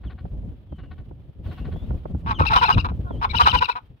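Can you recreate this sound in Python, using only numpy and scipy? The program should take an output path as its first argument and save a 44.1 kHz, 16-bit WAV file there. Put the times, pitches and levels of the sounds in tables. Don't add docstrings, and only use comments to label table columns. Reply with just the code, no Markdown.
import sys
import numpy as np
from scipy import signal
from scipy.fft import rfft, irfft
from scipy.io import wavfile
from scipy.ndimage import map_coordinates

SR = 44100
rng = np.random.default_rng(int(sys.argv[2]) if len(sys.argv) > 2 else 0)


def pcm_store(signal):
    levels = np.round(np.clip(np.atleast_2d(signal), -1, 1) * 32767)
    wavfile.write(sys.argv[1], SR, levels.astype(np.int16).T)


N = 176400
TIME = np.arange(N) / SR

# t/s, length/s, level/dB, place of the peak/0-1, pulse rate/Hz, roughness/0-1
NEAR_HONKS = [(2.258, 0.076, -19, 0.79, 230.7, 0.26), (2.385, 0.025, -14.5, 0.82, 299, 0.39),
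              (2.407, 0.04, -15.5, 0.03, 1266, .25), (2.447, 0.019, -17, 0.49, 447, 0.46),
              (2.495, 0.036, -13.5, 0.79, 439, 0.26), (2.525, 0.028, -10, 0.5, 642.3, 0.17),
              (2.549, 0.044, -8, 0.3, 236.9, 0.54), (2.609, 0.047, -7.5, 0.65, 470.1, 0.24),
              (2.646, 0.03, -22, 0.35, 687, 0.01), (2.678, 0.02, -11, 0.8, 427, 0.02),
              (2.696, 0.027, -9, 0.25, 240.8, 0.49), (2.769, 0.024, -16.5, 0.59, 240, 0.43),
              (2.842, 0.029, -18, 0, 238.4, 0.54), (2.884, 0.025, -29.5, 0.17, 249, 0.2),
              (3.21, 0.052, -16, .75, 231.2, 0.31), (3.33, 0.029, -18, 0.75, 479.4, 0.37),
              (3.389, 0.04, -7, 0.58, 244.9, 0.42), (3.45, 0.045, -7.5, 0.5, 245.8, 0.6),
              (3.525, 0.041, -8.5, 0.66, 485.5, 0.31), (3.605, 0.034, -10.5, 0.63, 478, 0.23),
              (3.678, 0.029, -14, 0.72, 481.8, 0.43), (3.75, 0.044, -24, 0.18, 243.6, 0)]
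SOFT_MOAN = (3.04, .085, -41, .4, 355, .06)
# t/s, length/s, level into the throat/dB, top of low voice/Hz, top of high voice/Hz
NEAR_WHISTLES = [(2.463, 0.031, -20, 2763, 5200), (2.568, 0.044, -23, 3085, 5980),
                 (2.648, 0.037, -24.5, 2700, 4230), (2.71, 0.042, -23.5, 2903, 5000),
                 (2.785, 0.033, -26.5, 2777, 4980), (3.29, 0.038, -31, 2310, 4030),
                 (3.351, 0.04, -19, 2994, 5400), (3.414, 0.039, -19, 3150, 5950),
                 (3.48, 0.043, -19.5, 3096, 5780), (3.551, 0.047, -21.5, 3034, 5920),
                 (3.63, 0.035, -23, 2790, 4800), (3.696, 0.034, -30.5, 2650, 4260)]
# f/Hz, gain/dB
NEAR_THROAT = [(100, -25.5), (450, -4), (650, -3), (800, 10), (970, 15.5), (1150, 16.5), (1400, 8),
               (1700, -4.5), (2100, -3), (2450, 5.5), (2700, 1.5), (3000, 0), (3350, -6), (3900, 5.5),
               (4350, -9.5), (5050, -5.5), (6100, -17.5), (7000, -34), (8200, -21.5), (9700, -37),
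               (13500, -30.5), (16000, -40)]
SOFT_THROAT = [(200, -36), (700, 5), (1450, 2.5), (1900, -37.5), (6000, -40)]
DISTANT_THROAT = [(150, -11), (450, 10), (1100, 10), (1500, 10.5), (2300, 1.5), (4300, -4.5), (6500, -53)]
# f/Hz, right minus left/dB, phase lead of the left/rad
NEAR_STEREO_IMAGE = [(200, -5.5, 0.61), (603, -1.5, 2.2), (895, -7, 1.39), (1461, 4.5, 3.87),
                     (1610, 2, 4.87), (2280, -12, 4.69), (2816, -16, 5.56), (3510, -9, 14), (3745, -19, 39),
                     (5050, -15.5, 23), (7200, -10.5, 17.5), (9860, -1.5, 25.5)]
# t/s, level/dB
WIND_STRENGTH = [(0, -39), (.45, -34), (.66, -43.5), (.8, -37), (1, -42.5), (1.35, -42.5), (1.5, -30),
                 (2.05, -30.5), (2.45, -27), (3, -28.5), (3.62, -30), (3.69, -44.5), (3.75, -54.5),
                 (4, -54)]
# t/s, relative puff level/dB, relative thud level/dB
WIND_BUFFETS = [(0.252, -38, -25.5), (0.722, -38, -25), (1.11, -40, -34), (1.684, -37.5, -35),
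                (1.759, -37.5, -42), (1.905, -33.5, -19.5), (2.054, -30.5, -27), (2.147, -35.5, -15.5),
                (2.408, -23.5, -15.5), (2.915, -37, -18), (3.106, -29.5, -33)]
# f/Hz, gain/dB
RUMBLE_SPECTRUM = [(20, -35), (48, 0), (80, -1.5), (240, -17.5), (415, -28.5), (565, -31.5), (1200, -52.5),
                   (2640, -120)]
PUFF_SPECTRUM = [(100, -5.5), (300, 11.5), (700, 2.5), (1800, -23.5), (9000, -84)]
THUD_SPECTRUM = [(20, -33.5), (60, 5.5), (200, -6), (1500, -83)]
# t/s, level/dB
DISTANT_HONKS = [(.03, -50), (.095, -45.5), (.175, -49.5), (.78, -49.5), (.828, -54), (.905, -47.5),
                 (.975, -52.5), (1.45, -50.5), (1.505, -45.5), (1.572, -44.5), (1.643, -45.5), (1.712, -48)]
# t/s, length/s, level/dB, first f/Hz, middle f/Hz, last f/Hz
CHICK_PEEPS = [(0.056, 0.047, -54.5, 3740, 3220, 2600), (0.663, 0.28, -64, 3450, 2910, 2884),
               (1.476, 0.068, -61, 4700, 3880, 3120), (1.53, 0.14, -57, 3000, 2770, 2850),
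               (1.704, 0.17, -58, 3370, 3400, 3860), (2.334, 0.064, -39, 3670, 3040, 3040),
               (3.079, .14, -55.5, 4070, 3110, 3800)]
# f/Hz, gain/dB
WASH_SPECTRUM = [(200, 4), (700, 0), (2200, -9), (3200, -6), (7000, -32.5), (14000, -25.5)]
# t/s, level/dB
WASH_LEVEL = [(0, -62.5), (1.42, -67.5), (1.46, -52), (2.2, -61.5), (3.1, -59), (3.5, -50), (3.82, -62.5),
              (4, -68)]

CUTOFF_HZ = 15700


def near_penguin():
    voice = np.zeros(N)
    for start, *shape in NEAR_HONKS:
        add(voice, start, honk(NEAR_THROAT, *shape, near_bray=True))
    for start, *shape in NEAR_WHISTLES:
        add(voice, start, whistle(*shape))
    add(voice, SOFT_MOAN[0], honk(SOFT_THROAT, *SOFT_MOAN[1:]))
    return spread_in_stereo(voice)


def honk(throat, length, db, peak, pulse_hz, rough, near_bray=False):
    pitch_sag, jitter, rasp_share, bill_sag = .051, .043, .8, .14
    rise_db, fall_db, edge_s = 12, 12.5, .005
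    rasp_hz, dull_hz, full_treble_db, treble_growth = 3200, 2800, 9.5, .31
    t = np.arange(0, length, 1 / SR)
    bend = 1 + pitch_sag * (.5 - t / length) + jitter * drift(len(t), rate_hz=230)
    cycles = np.cumsum(pulse_hz * bend) / SR
    pulses = sum(np.cos(2 * np.pi * k * cycles) for k in range(1, int(CUTOFF_HZ / pulse_hz)))
    puffs = unit((.45 + np.exp(-(cycles % 1) / .25)) * rng.standard_normal(len(t)))
    drive = (1 - rough) * unit(pulses * amp(2 * drift(len(t), rate_hz=220))) + rough * puffs
    drive += rasp_share * signal.filtfilt(*signal.butter(2, rasp_hz, "high", fs=SR), puffs - drive)
    throat_rms = np.std(colour(drive, throat)[:len(t)])
    swell = amp(np.interp(t / length, [0, np.clip(peak, .05, .95), 1], [-rise_db, 0, -fall_db]))
    swell *= np.sin(np.pi / 2 * np.clip(np.minimum(t, length - t) / edge_s, 0, 1)) ** 2
    if near_bray:
        body = signal.filtfilt(*signal.butter(2, dull_hz, fs=SR), drive)
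        brightness = (swell * amp(db - full_treble_db)) ** treble_growth
        drive = body + brightness * (drive - body)
    sound = amp(db) * colour(drive * swell, throat) / throat_rms
    if near_bray:
        shut = np.minimum((2 * np.arange(len(sound)) / len(t) - 1) ** 2, 1)
        sound = map_coordinates(sound, [np.cumsum(1 - bill_sag * (shut - .2))])
    return sound


def whistle(length, db, low_top_hz, high_top_hz):
    low_sag, jitter, overtone_db, flutter_db, air_db = .19, .02, -13, 3, -3
    high_ends_hz, high_loudest_hz, high_width_hz = 2880, 3900, 800
    u = np.arange(0, 1, 1 / (length * SR))
    bend = (2 * u ** .93 - 1) ** 2
    low_hz = low_top_hz * (1 - low_sag * bend * (.5 + .5 * u))
    high_hz = high_top_hz + (high_ends_hz - high_top_hz) * bend
    low, high = (wavering_phase(hz, jitter, rate_hz=600) for hz in (low_hz, high_hz))
    high_gain = 1 / (1 + ((high_hz - high_loudest_hz) / high_width_hz) ** 2)
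    overtones = amp(overtone_db) * (np.sin(2 * low) + np.sin(2 * low + high))
    voices = np.sin(low) + high_gain * np.sin(high) + overtones
    voices *= amp(flutter_db * (drift(len(u), rate_hz=170) - 1))
    air = signal.lfilter(*signal.butter(2, low_top_hz, "high", fs=SR), rng.standard_normal(len(u)))
    drive = np.sqrt(2) * voices + amp(air_db) * air
    return amp(db) * colour(drive * np.sin(np.pi * u) ** .5, NEAR_THROAT)


def spread_in_stereo(voice, ground_db=-13, ground_t60_s=.12):
    hz = np.fft.rfftfreq(N, 1 / SR)
    right_gain = amp(read(NEAR_STEREO_IMAGE, hz)) * np.exp(-1j * read(NEAR_STEREO_IMAGE, hz, column=2))
    pair = np.array([voice, irfft(rfft(voice) * right_gain, N)])
    t = TIME[:SR // 4]
    tail = rng.standard_normal((2, len(t))) * amp(-60 * t / ground_t60_s)
    ground_scatter = signal.fftconvolve(pair, tail / np.linalg.norm(tail[0]), axes=1)[:, :N]
    return pair + amp(ground_db) * ground_scatter


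def wind(shared_power=.8, trim_db=-.5, lump_db=5):
    rumble = np.sqrt(shared_power) * noise(RUMBLE_SPECTRUM)
    rumble = rumble + np.sqrt(1 - shared_power) * wide_noise(RUMBLE_SPECTRUM)
    strength_db = trim_db + np.interp(TIME, *np.transpose(WIND_STRENGTH))
    pair = rumble * amp(strength_db + lump_db * drift(N, rate_hz=17.1))
    for start, puff_db, thud_db in WIND_BUFFETS:
        thud = amp(thud_db - 5) * turbulence(THUD_SPECTRUM, rise_s=.012)
        for side in pair:
            add(side, start - .015, thud)
            add(side, start, amp(puff_db + 5) * turbulence(PUFF_SPECTRUM, rise_s=.0025))
    return pair


def turbulence(spectrum, rise_s):
    u = np.arange(0, 8, 1 / (rise_s * SR))
    air = rng.standard_normal(len(u))
    return colour(air * u * np.exp(1 - u), spectrum) / np.std(colour(air, spectrum)[:len(u)])


def colony():
    calls = np.zeros(N)
    for start, db in DISTANT_HONKS:
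        add(calls, start, honk(DISTANT_THROAT, length=.042, db=db, peak=.29, pulse_hz=370, rough=.35))
    for start, *shape in CHICK_PEEPS:
        add(calls, start, chick_peep(*shape))
    wash = unit(wide_noise(WASH_SPECTRUM) + .32 * noise(WASH_SPECTRUM))
    wash_db = np.interp(TIME, *np.transpose(WASH_LEVEL)) + 2 * drift(N, rate_hz=44)
    return calls * amp([[1], [-3]]) + wash * amp(wash_db)


def chick_peep(length, db, *pitches_hz, overtone_db=-28):
    u = np.arange(0, 1, 1 / (length * SR))
    hz = np.polyval(np.polyfit([0, .5, 1], pitches_hz, 2), u)
    phase = wavering_phase(hz, jitter=.024, rate_hz=230)
    return amp(db) * np.sin(np.pi * u) * (np.sin(phase) + amp(overtone_db) * np.sin(2 * phase))


def wavering_phase(hz, jitter, rate_hz):
    return 2 * np.pi * np.cumsum(hz * (1 + jitter * drift(len(hz), rate_hz))) / SR


def drift(count, rate_hz):
    size = count + SR // 4
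    smoothing = np.exp(-(np.fft.rfftfreq(size, 1 / SR) / rate_hz) ** 2)
    return unit(irfft(rfft(rng.standard_normal(size)) * smoothing, size))[:count]


def noise(spectrum):
    return unit(colour(rng.standard_normal(N), spectrum)[:N])


def wide_noise(spectrum):
    return np.array([noise(spectrum), noise(spectrum)])


def colour(x, spectrum, size=4096):
    log_gain = np.log(amp(read(spectrum, abs(np.fft.fftfreq(size, 1 / SR)))))
    taps = np.fft.ifft(np.exp(np.conj(signal.hilbert(log_gain)))).real
    return signal.fftconvolve(x, taps[:size // 2])


def read(points, hz, column=1):
    table = np.transpose(points)
    return np.interp(np.log(hz + 1), np.log(table[0] + 1), table[column])


def add(mix, start_s, sound):
    part = mix[max(round(start_s * SR), 0):][:len(sound)]
    part += sound[:len(part)]


def amp(db):
    return 10 ** (np.asarray(db) / 20)


def unit(x):
    return x / np.sqrt(np.mean(x ** 2) + 1e-20)


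def scene():
    return near_penguin() + colony() + wind()


def record(dry, ceiling=.92):
    rounded = dry / (1 + (dry / ceiling) ** 6) ** (1 / 6)
    lowpass = signal.firwin(511, CUTOFF_HZ, window=("kaiser", 9), fs=SR)
    return signal.oaconvolve(rounded, lowpass[None], "same")


dry = scene()
out = record(dry)
pcm_store(out)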